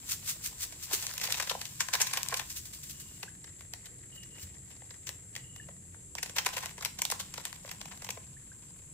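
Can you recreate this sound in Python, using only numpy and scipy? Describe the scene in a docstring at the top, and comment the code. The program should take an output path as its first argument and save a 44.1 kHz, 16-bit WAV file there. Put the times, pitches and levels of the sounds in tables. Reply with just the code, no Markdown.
"""Open kitchen at night: a small plastic packet close to a two-port microphone, over a plastic basin.
First it is shaken and its powder rattles; from 0.7 s the film snaps and rustles, and at 1.7 s it is pinched shut.
Short shakes follow at 2.5 s; from 3.1 s the packet is handled further off, and a drop plops nearby.
From 6.1 s a second packet crinkles close by; two more drops plop at the end. Fingers knock at 0.9 and 5.6 s.
Outside, a frog trills between 2.9 and 5.7 s; an insect chorus whines and a low rumble lies under it all."""
import sys
import numpy as np
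from scipy import signal
from scipy.io import wavfile

SR = 44100
rng = np.random.default_rng(int(sys.argv[2]) if len(sys.argv) > 2 else 0)


def dump_mix(stems):
    """Bounce the given channels to the path in sys.argv[1] as a 16-bit WAV at rate SR."""
    frames = np.atleast_2d(stems).T  # one column per channel
    limited = np.clip(frames, -1, 1)  # hard clip at full scale
    pcm = np.round(limited * 32767).astype(np.int16)
    wavfile.write(sys.argv[1], SR, pcm)


N = 393813

# Close: powder thrown against the film: (peak time [s], level [dB], swell per 10 dB on the flank [ms])
SHAKES = [(0.123, -30, 19.4), (0.305, -30, 22), (0.462, -32, 15), (0.63, -33.5, 16.6), (0.846, -39, 19),
          (0.942, -27, 12), (2.505, -38.5, 5.2), (2.568, -38, 6.9), (2.655, -44.5, 2), (2.741, -43, 6.2),
          (2.834, -43, 2.7), (2.902, -43, 7.5), (3.002, -45, 2.2), (4.16, -56, 11), (4.43, -46.5, 25)]
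# Close: powder sliding about in the held packet: (time [s], level [dB])
SLIDING = [(0, -56), (.9, -56.5), (1.0, -40), (1.15, -48), (2.4, -51.5), (3.2, -56), (3.35, -73)]
# Colour of the powder: (frequency [Hz], level [dB per Hz])
POWDER_COLOUR = [(700, -28), (1500, -14), (5110, -6), (7540, -2.5), (13800, -15), (16000, -4)]
# Folds that snap through: (peak time [s], level [dB], dull part over bright [dB], t60 [ms], below 5 acts as 5)
SNAPS = [(0.724, -29, 17, 18), (0.912, -26.5, 19, 66), (1.067, -34, -24, 15), (1.179, -23.5, -7, 17),
         (1.214, -20.5, 4, 45), (1.239, -22, -4.5, 87), (1.286, -26, 33, 19), (1.323, -24.5, -18, 27),
         (1.4, -16, 12.5, 41), (1.425, -20.5, 5, 18), (1.473, -21, 12, 19), (1.498, -22, -10, 37),
         (1.511, -21, 19, 64), (1.55, -25.5, 53, 18), (1.614, -27, -1, 41), (1.654, -33, -8, 62),
         (1.806, -19.5, -5.5, 59), (1.886, -24.5, 13, 25), (1.937, -14, 3.5, 56), (1.952, -15.5, 2, 18),
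         (2.005, -19.5, 7, 70), (2.017, -20, -19, 49), (2.047, -34, 13, 16), (2.07, -33, -24, 48),
         (2.135, -20.5, -3, 44), (2.173, -16.5, 2, 24), (2.231, -28.5, -24, 6.7), (2.261, -29.5, 7, 18),
         (2.286, -36.5, -44, 9), (2.296, -22, 20, 6), (2.325, -20.5, 33, 46), (2.342, -18.5, 3, 23),
         (2.371, -33.5, -26, 64), (2.395, -23, 3, 41), (2.414, -24, 10, 17), (3.23, -24, 11, 37),
         (3.443, -32, 9, 20), (3.608, -32.5, 12, 9.2), (3.736, -23, 1, 7.8), (3.858, -38, -10, 38),
         (4.233, -41.5, -12.5, 36), (4.706, -36, 26, 4.2), (4.82, -37.5, 31, 17), (4.907, -34.5, 8, 28),
         (5.072, -32.5, -11, 62), (5.091, -22.5, 2, 16), (5.353, -31.5, -12, 12.5), (5.363, -24, 4, 21),
         (5.562, -34, 3, 12.5), (5.687, -33, 39, 27), (5.945, -38.5, 37, 18), (6.152, -20, 15, 3.9),
         (6.184, -27, 14, 43), (6.23, -21, 2.5, 31), (6.26, -29.5, 1, 26), (6.295, -24.5, 16, 18),
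         (6.365, -19.5, 7, 62), (6.385, -15, 10.5, 49), (6.449, -29, 1, 13), (6.463, -13.5, 11, 57),
         (6.489, -24.5, -4, 8.7), (6.536, -28, 11, 95), (6.568, -17.5, 19, 37), (6.58, -18.5, 3, 21),
         (6.631, -27, 17, 90), (6.658, -21, 15, 19), (6.78, -29.5, 24, 34), (6.809, -28, 7, 26),
         (6.825, -22.5, 10.5, 35), (6.849, -23, -10.5, 21), (6.857, -17.5, 12, 21), (6.99, -23.5, 5, 32),
         (7.019, -15, 2, 18.5), (7.052, -20.5, -7, 13), (7.101, -20.5, 4, 14), (7.114, -29.5, -34.5, 23),
         (7.121, -15.5, 19, 27), (7.201, -25, -2.5, 64), (7.34, -26, 0, 22), (7.379, -21, 19, 26),
         (7.453, -21.5, -3, 19.4), (7.467, -34, 9, 21), (7.528, -25.5, 2, 4.5), (7.648, -30, 36, 17),
         (7.677, -24, 22, 7.6), (7.714, -28.5, 3, 35), (7.814, -24.5, 14, 20), (7.856, -27.5, 12, 17),
         (7.915, -33.5, 20, 69), (8.022, -27.5, 17, 31), (8.046, -26.5, -3, 24), (8.067, -27.5, 21, 17),
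         (8.09, -22, 24, 24), (8.105, -24.5, -10.5, 18), (8.173, -33, 35, 39)]
# Fingers working the film: (time [s], level [dB])
RUSTLE = [(0, -53), (.88, -50.5), (1.0, -37), (1.15, -44), (1.36, -33), (1.7, -61), (2.099, -38),
          (2.4, -51), (2.46, -66), (3.3, -59), (4.8, -57.5), (5.72, -64), (6.12, -68), (6.6, -41),
          (6.76, -55.5), (7.3, -49.5), (8.1, -52), (8.22, -60)]
# Colour of the film: (frequency [Hz], level [dB per Hz])
FILM_COLOUR = [(420, -16.5), (950, -11), (1200, -16.5), (1700, -7), (5500, -7.5), (8000, -4.5),
               (10000, -18.5), (14500, -14)]
# Edges of the bands in which the packet sounds: (frequency [Hz])
EDGES_HZ = 380 * 2 ** np.arange(0, 5.7, .4)
CENTRES_HZ = np.sqrt(EDGES_HZ[1:] * EDGES_HZ[:-1])
# Air and walls of the first packet before it is pinched shut: (frequency [Hz], width [Hz], level [dB])
OPEN_PACKET = [(1007, 48, 3.4)]
# The first packet pinched shut: (frequency [Hz], width [Hz], level [dB])
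PINCHED_PACKET = [(1045, 85, 11), (1620, 200, -2), (2340, 110, 0)]
# The first packet handled further off: (frequency [Hz], width [Hz], level [dB])
ASIDE_PACKET = [(1930, 260, 1)]
# The second packet, close: (frequency [Hz], width [Hz], level [dB])
SECOND_PACKET = [(1023, 92, 1.5)]
# Fingers knocking softly on packet or basin: (time [s], level [dB], frequency [Hz])
KNOCKS = [(.935, -24, 395), (5.598, -31, 1765)]
# Drops of water nearby: (time [s], level [dB], starting frequency [Hz])
DROPS = [(3.278, -36.5, 1514), (8.366, -44, 1660), (8.515, -42.5, 1480)]
# Frog trills outside: (time [s], pulses [count], level [dB])
TRILLS = [(2.931, 10, -65.5), (4.126, 5, -57), (4.315, 4, -59.5), (5.394, 5, -62.5), (5.528, 5, -62.5)]
# Colour of the night's rumble and hiss: (frequency [Hz], level [dB per Hz])
NIGHT_COLOUR = [(25, -15), (45, -7), (97, 0), (160, -4), (225, -13), (450, -19), (700, -35), (2200, -29.5),
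                (12000, -41)]
# Low hums that wander and come and go: (frequency [Hz])
DRONES_HZ = [70, 105, 140, 180]
# A far dull thud: (time [s], level [dB], frequency [Hz])
THUDS = [(4.43, -43.5, 89.7)]
# How alike the two ports hear the close packet: (frequency [Hz], likeness [0 to 1])
NEAR_LIKENESS = [(600, 0.95), (2000, 0.49), (5000, 0.39)]
# How alike the two ports hear far sounds: (frequency [Hz], likeness [0 to 1])
FAR_LIKENESS = [(130, 0.98), (290, 0.61), (640, 0.23), (1400, 0)]
# Sensitivity of the left port over the right: (frequency [Hz], level [dB])
LEFT_LOUDER = [(380, 0), (700, 1.5), (8100, 2), (15000, -0.5)]

SHAKE_FADE_S = 0.011   # per 10 dB on the falling flank
PINCH_S, ASIDE_S, SECOND_S = 1.7, 3.1, 6.1   # pinched shut, taken further off, second packet near
CRACK_DB = 7   # main crack of a snap over its volley
RISE_SHARE = 0.4   # build-up of a snap as a share of its decay
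SETTLE_DB, SETTLE_T60_S = -23.5, 0.087   # the film rustles on after a snap, this far below it
FROG_HZ, FROG_WOBBLE_HZ, FROG_THROAT_WIDTH_HZ = 2900, 40, 240
FROG_PERIOD_S, FROG_SAG_HZ_PER_S = 0.0262, 350   # the pitch sinks through a trill
WHINE_HZ, WHINE_WIDTH_HZ, WHINE_DB = 7520, 480, -55.5   # the loudest insects
HIGH_HZ, HIGH_WIDTH_HZ, HIGH_DB = 10650, 1100, -68.5   # a fainter, higher kind
SHELF_LOW_HZ, SHELF_HIGH_HZ, SHELF_DB = 6440, 9390, -61.5   # broad hiss of other kinds
NIGHT_DB, DRONE_DB = -55, -70
HUM_HZ, HUM_WIDTH_HZ, HUM_DB = 305.3, 5.4, -77
LEFT_LEAD = 4   # samples by which direct sound reaches the left port first
CUTOFF_HZ = 15500


def film():
    """A snap is a quick volley of micro-cracks with its own colour; the rustle is many small creases."""
    dull = 1 / (1 + (CENTRES_HZ / 1460.0) ** 1.6) - 0.5   # positive in the low bands, negative in the high
    tracks = rustle(dull)
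    add_snaps(tracks, dull)
    return packet_ring(coloured(tracks, FILM_COLOUR))


def rustle(dull):
    """Small creases give way in clumps, one track per band; light handling sounds duller."""
    effort_db = effort()
    gentle_db = 0.5 * (-35.5 - effort_db)
    clumps_db = 4.2 * drift(45)
    creases = from_db(effort_db + clumps_db) * grains(per_s=1200, spread_db=2.4)
    sizes_db = [2.94 * drift(60) for _ in range(7)]   # large and small creases take turns
    return np.array([creases * from_db(gentle_db * dull[k] + sizes_db[k // 2])
                     for k in range(len(CENTRES_HZ))])


def effort():
    """Level of the rustle in dB: the fingers' work plus the settling after each snap."""
    jolts = np.zeros(N)
    for s, snap_db, _, _ in SNAPS:
        jolts[round(s * SR)] = from_db(snap_db + SETTLE_DB)
    decay = from_db(-60 / (SETTLE_T60_S * SR))   # per sample
    settling = signal.lfilter([1], [1, -decay], jolts + 1e-18)
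    work = from_db(np.interp(np.arange(N) / SR, *np.transpose(RUSTLE)))
    return 20 * np.log10(work + settling)


def add_snaps(tracks, dull):
    """A fold snaps through as a volley that builds faster than it dies, with one main crack at its peak."""
    before, after = 600, 2400   # samples around the peak
    t = np.arange(-before, after) / SR
    for s, level_db, dull_db, t60_ms in SNAPS:
        away = np.where(t < 0, -t / RISE_SHARE, t)
        shape = from_db(-60 * away / (max(t60_ms, 5) / 1000))
        volley = grains(per_s=3000, spread_db=3.2, size=len(t)) * shape
        volley[0, before] = from_db(CRACK_DB)
        chance_db = 2.5 * rng.standard_normal(len(CENTRES_HZ))
        colour_db = level_db + dull * dull_db + chance_db
        at = round(s * SR)
        tracks[:, :, at - before:at + after] += from_db(colour_db)[:, None, None] * volley


def packet_ring(dry_film):
    """The film sets the air and walls of the packet in hand ringing."""
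    stage = np.searchsorted([PINCH_S * SR, ASIDE_S * SR, SECOND_S * SR], np.arange(N))
    out = dry_film.copy()
    for k, modes in enumerate([OPEN_PACKET, PINCHED_PACKET, ASIDE_PACKET, SECOND_PACKET]):
        for hz, width_hz, db in modes:
            out += from_db(db) * resonance(dry_film * (stage == k), hz, width_hz)
    return out


def powder():
    """Thousands of grains a second hit the film; the swarm swells and fades with each shake."""
    t = np.arange(N) / SR
    throw = from_db(np.interp(t, *np.transpose(SLIDING)))
    for s, level_db, swell_ms in SHAKES:
        away = (t - s) / np.where(t < s, swell_ms / 1000, SHAKE_FADE_S)
        throw += from_db(level_db - 10 * (np.sqrt(1 + away ** 2) - 1))   # round top, straight flanks in dB
    hits = grains(per_s=6000, spread_db=3.0) * from_db(1.5 * drift(90))
    return throw * rms_one(coloured([hits] * len(CENTRES_HZ), POWDER_COLOUR))


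def plops(events, rise, t60):
    """One short dying note each; a bubble rises in pitch (octaves in 25 ms), a knock does not."""
    out, t = np.zeros(N), np.arange(round(t60 * SR)) / SR
    for s, db, hz in events:
        turns = np.cumsum(hz * 2 ** (rise * t / 0.025)) / SR
        onset = np.minimum(t / 0.0043, 1)
        at = round(s * SR)
        out[at:at + len(t)] += from_db(db - 60 * t / t60) * onset * np.sin(2 * np.pi * turns)
    return out


def kitchen(x, room_db, t60):
    """Direct sound reaches the left port first; floor and walls send a faint diffuse tail."""
    t = np.arange(round(0.3 * SR)) / SR
    tail = rng.standard_normal((2, len(t))) * from_db(room_db - 60 * t / t60) * (t > 0.004)
    direct = np.array([x[0], np.roll(x[1], LEFT_LEAD)])
    return direct + signal.oaconvolve(x.mean(axis=0)[None], tail, axes=1)[:, :N]


def frog():
    """Evenly spaced bell-shaped puffs of a wavering tone, roughened by noise in the throat resonance."""
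    t, puffs = np.arange(N) / SR, np.zeros(N)
    for s, pulses, db in TRILLS:
        for k in range(round(pulses)):
            at = s + k * FROG_PERIOD_S
            near = slice(round((at - 0.02) * SR), round((at + 0.03) * SR))
            bell = np.exp(-0.5 * ((t[near] - at - 0.004) / 0.008) ** 2)
            puffs[near] += from_db(db + rng.normal(0, 1.5)) * bell
    starts = np.transpose(TRILLS)[0] - 0.02
    since = t - starts[np.maximum(np.searchsorted(starts, t) - 1, 0)]   # seconds into the trill
    pitch_hz = FROG_HZ - FROG_SAG_HZ_PER_S * since + FROG_WOBBLE_HZ * drift(21.65)
    tone = np.sin(2 * np.pi * np.cumsum(pitch_hz) / SR)
    throat = resonance(rng.standard_normal(N), FROG_HZ, FROG_THROAT_WIDTH_HZ)
    throat = resonance(throat, FROG_HZ, FROG_THROAT_WIDTH_HZ)
    return puffs * (tone + rms_one(throat))


def insects():
    """Many wings near one pitch, out of step, over a broad hiss with a sharp upper edge."""
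    white = rng.standard_normal((2, 2, N))
    whine = resonance(resonance(white[0], WHINE_HZ, WHINE_WIDTH_HZ), WHINE_HZ, WHINE_WIDTH_HZ)
    shelf_filter = signal.butter(6, [SHELF_LOW_HZ, SHELF_HIGH_HZ], "band", fs=SR, output="sos")
    shelf = signal.sosfilt(shelf_filter, white[1])
    high = resonance(resonance(white[1, ::-1], HIGH_HZ, HIGH_WIDTH_HZ), HIGH_HZ, HIGH_WIDTH_HZ)
    throb_db = 0.3 * drift(40) + 0.8 * drift(0.33)
    chorus = from_db(WHINE_DB + throb_db) * rms_one(whine)
    chorus += from_db(SHELF_DB + 0.28 * drift(5.3)) * rms_one(shelf)
    chorus += from_db(HIGH_DB) * rms_one(high)
    return at_ports(*chorus, WHINE_HZ, FAR_LIKENESS)


def night():
    """Rumble and hiss as banded noise, most alike left and right in the bass, with hums and a far thud."""
    out, edges_hz = 0, 22 * 2 ** np.arange(0, 9.6, 0.45)
    white = rng.standard_normal((2, 2, N))
    for k, (low, high) in enumerate(zip(edges_hz, edges_hz[1:])):
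        hz = np.sqrt(low * high)
        surge_db = 0.8 + 1.6 / (1 + hz / 400.0)   # the rumble surges more than the hiss
        gain = from_db(at_hz(NIGHT_COLOUR, hz) + surge_db * drift(1.27))
        out = out + gain * at_ports(*band(white[k % 2], low, high), hz, FAR_LIKENESS)
    hum = from_db(HUM_DB) * rms_one(resonance(white[0, 0], HUM_HZ, HUM_WIDTH_HZ))   # faint, wavering
    for hz in DRONES_HZ:
        level_db = DRONE_DB + 6 * drift(0.8)
        pitch_hz = hz * 2 ** (drift(0.4) / 8)
        hum += from_db(level_db) * np.sin(2 * np.pi * np.cumsum(pitch_hz) / SR)
    return from_db(NIGHT_DB) * rms_one(out) + hum + plops(THUDS, rise=0, t60=0.36)


def at_ports(shared, own, hz, likeness):
    """Both ports hear a shared part and a part of their own; their sensitivity differs with frequency."""
    alike = np.clip(at_hz(likeness, hz), -1, 1)
    sides = np.sqrt(1 + alike) * shared + np.sqrt(1 - alike) * own * [[1], [-1]]
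    return sides * from_db(at_hz(LEFT_LOUDER, hz) * np.array([[0.5], [-0.5]]))


def coloured(tracks, spectrum):
    """Each track sounds in its own band; alternate signs let neighbours join without a notch."""
    out = 0
    for k, hz in enumerate(CENTRES_HZ):
        shared, own = band(tracks[k], EDGES_HZ[k], EDGES_HZ[k + 1])
        gain = (-1) ** k * from_db(at_hz(spectrum, hz))
        out = out + gain * at_ports(shared, own, hz, NEAR_LIKENESS)
    return out


def grains(per_s, spread_db, size=N):
    """Random clicks of very uneven size, in two rows with signs of their own; rms 1."""
    sizes = from_db(spread_db * np.minimum(rng.exponential(1, size), 4))
    signed = sizes * rng.choice([-1, 1], (2, size))
    return rms_one(signed * (rng.random(size) < per_s / SR))


def resonance(x, hz, width_hz):
    """Two-pole resonance, gain 1 on top."""
    r = np.exp(-np.pi * width_hz / SR)
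    poles = [1, -2 * r * np.cos(2 * np.pi * hz / SR), r * r]
    return signal.lfilter([(1 - r * r) / 2, 0, (r * r - 1) / 2], poles, x)


def band(x, low, high):
    """Butterworth band-pass."""
    return signal.sosfilt(signal.butter(2, [low, high], "band", fs=SR, output="sos"), x + 1e-18)


def drift(rate):
    """Slow chance of rms 1: noise low-passed near rate [Hz], drawn at every 40th sample."""
    r = np.exp(-80 * np.pi * rate / SR)
    slow = signal.lfilter([1], [1, -2 * r, r * r], rng.standard_normal(N // 40 + 2002))
    slow = slow[2000:]   # past the filter's start
    return np.interp(np.arange(N) / 40, np.arange(len(slow)), rms_one(slow))


def at_hz(points, hz):
    """Reads a spectrum on a log frequency axis."""
    points_hz, values = np.transpose(points)
    return np.interp(np.log(hz), np.log(points_hz), values)


def rms_one(x):
    """Scaled to rms 1."""
    return x / np.sqrt(np.mean(x ** 2) + 1e-20)


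def from_db(db):
    """dB to gain."""
    return 10 ** (np.asarray(db) / 20)


def scene():
    """Packet, drops, knocks and frog heard through the kitchen, over the night outside."""
    notes = plops(DROPS, rise=0.49, t60=0.039) + plops(KNOCKS, rise=0, t60=0.023)
    indoors = kitchen(film() + powder() + notes + frog(), room_db=-38.0, t60=0.33)
    return indoors + insects() + night()


def record(dry):
    """Low-pass: the top fades from 15.5 kHz and is at least 70 dB down above 16.6 kHz."""
    soft = signal.sosfilt(signal.butter(24, CUTOFF_HZ, fs=SR, output="sos"), dry)
    return signal.sosfilt(signal.cheby2(14, 70, 16600, fs=SR, output="sos"), soft)


dry = scene()
out = record(dry)
dump_mix(out)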